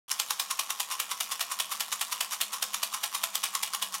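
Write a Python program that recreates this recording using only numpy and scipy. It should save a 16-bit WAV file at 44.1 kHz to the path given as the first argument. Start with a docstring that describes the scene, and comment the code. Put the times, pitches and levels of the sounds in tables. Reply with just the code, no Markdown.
"""A plastic rattle full of small beads is shaken by hand, five times a second, in a small room.
On the forward stroke the beads hit one end in a tight clump; on the return they land more loosely.
Each hit makes the hollow shell ring. Between the blows the beads bounce, slide and roll along the wall.
A faint low drone and a soft rush of room noise lie underneath."""
import sys
import numpy as np
from scipy import signal
from scipy.fft import rfft, irfft
from scipy.io import wavfile
from scipy.ndimage import uniform_filter1d

SR = 44100
rng = np.random.default_rng(int(sys.argv[2]) if len(sys.argv) > 2 else 0)


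def persist_wave(psi):
    """Save psi, clipped to +-1, as 16-bit WAV."""
    counts = np.round(np.clip(psi, -1, 1) * 32767).astype(np.int16)
    wavfile.write(sys.argv[1], SR, np.atleast_2d(counts).T)


N = 176400

# forward strokes: landing_s, relative_level_db, landing_scatter_s, hollow_ring_db
FORWARD_STROKES = [(0.1998, -30.5, 0.0027, 0), (0.4003, -29, 0.0024, 3.5), (0.596, -29, 0.0026, 2),
                   (0.8034, -30, 0.0023, -2), (1.0018, -30.5, 0.0023, -4.5), (1.2077, -29.5, 0.0025, -1),
                   (1.411, -29, 0.0024, 1.2), (1.6025, -28.5, 0.0027, 0), (1.808, -30.5, 0.0022, -5),
                   (2.0143, -28.5, 0.0023, 2), (2.2097, -28, 0.0021, 3.2), (2.4141, -28, 0.0024, -5),
                   (2.6275, -29, 0.0024, 0.5), (2.8331, -29.3, 0.0024, 2), (3.0393, -29, 0.0024, -1.0),
                   (3.2386, -30.5, 0.0028, 0), (3.4402, -28, 0.0032, -1.5), (3.6336, -29, 0.0021, -3.5),
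                   (3.8261, -29.5, 0.0024, 3)]
# return strokes: landing_s, relative_level_db, landing_scatter_s, hollow_ring_db
RETURN_STROKES = [(0.115, -31.5, 0.003, -4), (0.3088, -33, 0.0033, -5), (0.5111, -32, 0.0029, -2),
                  (0.7061, -32.5, 0.0027, 1), (0.9204, -31, 0.0084, 2), (1.1158, -31.9, 0.0032, -0.5),
                  (1.3205, -31.5, 0.0042, -1.2), (1.5197, -32.5, 0.0032, 0), (1.722, -31.5, 0.0061, -0.5),
                  (1.9287, -30.5, 0.0031, -1.2), (2.1264, -31, 0.0032, -2.5), (2.3305, -31.5, 0.0095, -0.7),
                  (2.5381, -32.5, 0.0065, 1), (2.7446, -32.5, 0.0032, -3.5), (2.9423, -31, 0.0037, 3.0),
                  (3.1508, -30, 0.0029, 1), (3.3549, -32.5, 0.0031, -6), (3.5524, -33.5, 0.0029, 0.5),
                  (3.7439, -34, 0.0057, 1.4), (3.9471, -32.5, 0.0055, 1.3)]
# hard knocks of single beads within the strokes: start_s, relative_level_db
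HARD_KNOCKS = [(0.1152, -29), (0.1989, -27), (0.3073, -27), (0.3979, -31.5), (0.5097, -33), (0.5943, -30),
               (0.7046, -30.5), (0.8029, -33.5), (0.9999, -31), (1.206, -37.5), (1.3177, -51),
               (1.3555, -43), (1.3951, -38), (1.516, -37), (1.5889, -38), (1.602, -40), (1.737, -42),
               (1.7986, -36.5), (1.8059, -33), (1.918, -38), (1.9257, -43), (2.1146, -41.7), (2.1244, -48),
               (2.414, -32), (2.5306, -38.7), (2.6265, -31.5), (2.7441, -31), (2.8331, -30.5),
               (2.9461, -35.5), (3.0585, -41), (3.2381, -28), (3.355, -28), (3.4377, -45), (3.5519, -27.5),
               (3.5653, -46), (3.6307, -34.5), (3.6784, -42.3), (3.7353, -32), (3.7483, -30),
               (3.9417, -34.5)]
# pitches at which the shell rings: pitch_hz, width_hz, forward_boost_db, return_boost_db
SHELL_RINGS = [(503, 29, 9.5, 9), (673, 115, 9.5, -3), (838, 39, 9, 8.5), (1080, 256, 12.5, 17.5),
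               (1298, 205, 0.5, 5), (1343, 98, 8, -0.5), (1660, 71, 5.5, -4.5), (1860, 100, 5.5, 3),
               (2436, 220, 4, 0), (2940, 274, 5.5, 5), (3320, 195, 4, 0), (3600, 640, 4, 5.5),
               (5600, 520, 1, 4.5), (9360, 700, 2.5, 5.5)]
# tone of a bead's click, from bass to treble: frequency_hz, forward_gain_db, return_gain_db
CLICK_TONE = [(80, -52, -46), (201, -29, -42), (328, -24, -30.5), (450, -19.5, -17), (765, -8, -7.5),
              (1450, -5.5, -2), (2090, -2, -1.5), (4240, -1.5, -4), (6870, -1.5, -0.5), (8900, -2, -5),
              (10900, -3, -2.5), (12900, -3, -6.5), (14000, -4.5, -4), (17200, -12.5, -19)]
# tone of the room's echo: frequency_hz, gain_db
ECHO_TONE = [(150, 17.5), (450, 2.5), (850, 1), (1500, 2.5), (3500, -2.5), (7000, 4.5), (12000, 2),
             (16000, 4)]
# course of the faint drone: time_s, pitch_hz, level_db
DRONE_PATH = [(0, 220, -101), (1.0, 219, -85), (1.25, 218, -73), (1.6, 215, -78), (1.9, 208, -74),
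              (2.4, 212, -72.5), (2.7, 212, -68), (3.0, 211, -80), (3.3, 206, -64), (3.6, 196, -71),
              (4.0, 191, -70.5)]
# tone of the steady room noise: frequency_hz, gain_db
ROOM_NOISE_TONE = [(25, -42), (55, -24), (100, -17), (150, -5.5), (200, 4.5), (300, -5.5), (800, 4.5),
                   (3000, -25), (16000, -45)]

# how the beads move: clump_gain_db, bounce_gain_db, mean_bounce_delay_s, slide_gain_db, mean_slide_lead_s
FORWARD_MOTION = (29.07, 24.7, .034, 16.8, .022)
RETURN_MOTION = (29.4, 25.84, .03, 22.9, .022)
LEAD_S, STROKE_S = .1, .6  # time before a stroke lands; its whole length with the echo
KNOCK_GAIN_DB, KNOCK_RING_S, CLICK_RING_S = 27.5, 0.0022, 0.00059
PING_DB, PING_RING_S, PING_LOW_HZ, PING_HIGH_HZ = -4.5, 0.002, 2236, 13680
HOLLOW_HZ, HOLLOW_WIDTH_HZ = 1093, 394  # the ring of the space inside the shell
ECHO_FADE_S, TREBLE_FADE_S, TREBLE_FROM_HZ = 0.66, 0.13, 6600  # a fade is a drop of 60 dB
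ECHO_DELAY_S, EARLY_DECAY_S, EARLY_DB, TAIL_DB = 0.0045, 0.017, -10, -11
HZ = np.maximum(np.fft.rfftfreq(4096, 1 / SR), 1)  # the frequencies that tone curves are drawn on


def shaking():
    """Beads strike the two ends in turn; the rattle moves, so the room echoes each stroke differently."""
    out = np.zeros(N)
    for end, strokes, motion in [(1, FORWARD_STROKES, FORWARD_MOTION), (2, RETURN_STROKES, RETURN_MOTION)]:
        for landing_s, db, scatter_s, hollow_db in strokes:
            hits = stroke(landing_s, db, scatter_s, motion)
            ringing = through(hits, shell(end, hollow_db))
            add(out, room_echo(ringing), landing_s - LEAD_S)
    return out


def stroke(landing_s, db, scatter_s, motion):
    """A few beads skid ahead, the clump lands with its hard knocks, and some beads bounce back."""
    clump_db, bounce_db, bounce_s, slide_db, slide_s = motion
    size = int(STROKE_S * SR)
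    share = random_shares(count=28)
    offsets_s = scatter_s * np.log(share / (1 - share)) * .6  # most beads land near the middle
    clump = bead_clicks(LEAD_S + offsets_s, spread_db=2, size=size)
    bounces = stray_beads(bounce_s, count=30, size=size)
    slide = stray_beads(-slide_s, count=14, size=size)
    out = undb(db) * (undb(clump_db) * clump + undb(bounce_db) * bounces + undb(slide_db) * slide)
    for knock_s, knock_db in HARD_KNOCKS:
        if -LEAD_S / 3 < knock_s - landing_s < LEAD_S / 2:  # only this stroke's knocks
            knock = undb(knock_db + KNOCK_GAIN_DB) * bead_click(KNOCK_RING_S)
            add(out, knock, LEAD_S + knock_s - landing_s)
    return out


def stray_beads(mean_delay_s, count, size):
    """Beads that land before or after the clump: the further from it, the fewer and softer."""
    share = random_shares(count)
    times_s = LEAD_S - mean_delay_s * np.log(share)
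    return bead_clicks(times_s, spread_db=4.5, size=size, force=np.sqrt(share))


def bead_clicks(times_s, spread_db, size, force=1):
    """Many beads hit the wall, some harder than others; their total energy is 1."""
    out = np.zeros(size)
    for start_s, push in zip(times_s, force * np.ones(len(times_s))):
        strength = push * undb(spread_db * np.clip(rng.standard_normal(), -2, 2))
        add(out, strength * bead_click(CLICK_RING_S), start_s)
    return unit_energy(out)


def bead_click(ring_s):
    """One bead hits the wall: a short crack and three pings, random in pitch as each spot rings its own way."""
    t = np.arange(SR // 100) / SR
    crack = rng.standard_normal(len(t)) * np.exp(-t / ring_s)
    ping_hz = rng.uniform(PING_LOW_HZ, PING_HIGH_HZ, (3, 1))
    pings = np.sin(2 * np.pi * ping_hz * t).sum(axis=0) * np.exp(-t / PING_RING_S)
    return unit_energy(unit_energy(crack) + undb(PING_DB) * unit_energy(pings))


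def shell(end, hollow_db=0):
    """How the shell rings when a bead hits one end: 1 is the forward end, 2 the return end."""
    rings_db = sum(boosts_db[end - 1] * peak(hz, width_hz) for hz, width_hz, *boosts_db in SHELL_RINGS)
    inside_db = hollow_db * peak(HOLLOW_HZ, HOLLOW_WIDTH_HZ)
    return tone_filter(tone_curve(CLICK_TONE, column=end) + rings_db + inside_db)


def rolling():
    """Loose beads keep ticking along the wall and ring both the shell and the hollow inside it."""
    ticks = bead_clicks(random_shares(count=1100) * N / SR, spread_db=2.5, size=N)
    off_pitch = (HZ - HOLLOW_HZ ** 2 / HZ) / HOLLOW_WIDTH_HZ
    hollow = tone_filter(-20 * np.log10(1 + off_pitch ** 2))
    shell_ring = set_level(through(ticks, shell(end=1)), db=-52.5)
    hollow_ring = set_level(through(ticks, hollow), db=-56.5)
    return room_echo(shell_ring + hollow_ring)


def room_echo(sound):
    """Nearby walls and furniture throw the sound back; a short tail follows, its treble dying first."""
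    t = np.arange(SR // 2) / SR
    noise = rng.standard_normal((3, len(t)))
    low = signal.lfilter(*signal.butter(2, TREBLE_FROM_HZ, fs=SR), noise[0])
    high = signal.lfilter(*signal.butter(2, TREBLE_FROM_HZ, "high", fs=SR), noise[1])
    fading = low / 1000 ** (t / ECHO_FADE_S) + high / 1000 ** (t / TREBLE_FADE_S)
    arrival = np.clip(t / ECHO_DELAY_S - 1, 0, 1)
    tail = unit_energy(through(fading * arrival, tone_filter(tone_curve(ECHO_TONE))))
    early = unit_energy(noise[2] * arrival * np.exp(-t / EARLY_DECAY_S))
    return sound + through(sound, undb(TAIL_DB) * tail + undb(EARLY_DB) * early)


def drone():
    """A faint low tone that wavers and slowly sinks in pitch."""
    t = np.arange(N) / SR
    time_s, pitch_hz, level_db = np.array(DRONE_PATH).T
    hz = np.interp(t, time_s, pitch_hz) * (1 + 0.0061 * wander(samples=2500))
    db = np.interp(t, time_s, level_db) + 3.5 * wander(samples=3500)
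    return np.sqrt(2) * np.sin(2 * np.pi * np.cumsum(hz) / SR) * undb(db)


def room_noise():
    """The soft, steady rush of a quiet room."""
    rush = through(rng.standard_normal(N), tone_filter(tone_curve(ROOM_NOISE_TONE)))
    return set_level(rush, db=-64)


def undb(db):
    """Turn decibels into a number to multiply by."""
    return 10 ** (np.asarray(db) / 20)


def set_level(sound, db):
    """Set the average (rms) level."""
    return sound * undb(db) / np.sqrt(np.mean(sound ** 2))


def unit_energy(sound):
    """Scale a sound so that its energy is 1."""
    return sound / np.sqrt(np.sum(sound ** 2))


def tone_curve(table, column=1):
    """Join the points of a tone table into a curve, giving each octave equal room."""
    points = np.array(table)
    return np.interp(np.log(HZ), np.log(points[:, 0]), points[:, column])


def peak(hz, width_hz):
    """A hill in a tone curve, 1 high at its centre."""
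    return 1 / (1 + (2 * (HZ - hz) / width_hz) ** 2)


def tone_filter(curve_db):
    """Turn a tone curve into a filter: the short ring, of energy 1, that one sharp tap would leave."""
    cepstrum = irfft(np.log(undb(curve_db)))
    half = len(cepstrum) // 2
    cepstrum[1:half] *= 2  # folding onto the first half makes the ring come after the tap
    cepstrum[half + 1:] = 0
    return unit_energy(irfft(np.exp(rfft(cepstrum))))


def through(sound, ring):
    """Pass a sound through a filter, so that every sample leaves that ring."""
    return signal.fftconvolve(sound, ring)[:len(sound)]


def random_shares(count):
    """Random values from 0 to 1, one in each equal slot."""
    return np.clip((np.arange(count) + rng.random(count)) / count, 1e-4, 1 - 1e-4)


def wander(samples):
    """A slow random wobble, about 1 in size: noise smoothed twice."""
    smoothed = uniform_filter1d(rng.standard_normal(N), size=samples)
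    return set_level(uniform_filter1d(smoothed, size=samples), db=0)


def add(out, sound, start_s):
    """Mix a sound in at a given time."""
    i = int(start_s * SR)
    if 0 <= i < len(out):
        out[i:i + len(sound)] += sound[:len(out) - i]


def scene():
    """The rattle over the drone and the room noise, in one channel."""
    return (shaking() + rolling() + drone() + room_noise())[None]


def record(dry):
    """The sound starts after 0.08 s of silence; treble above 16000 Hz is cut."""
    started = np.arange(N) / SR > .08
    treble_cut = signal.ellip(10, .2, 80, 16000, fs=SR, output="sos")
    return signal.sosfilt(treble_cut, dry * started)


dry = scene()
out = record(dry)
persist_wave(out)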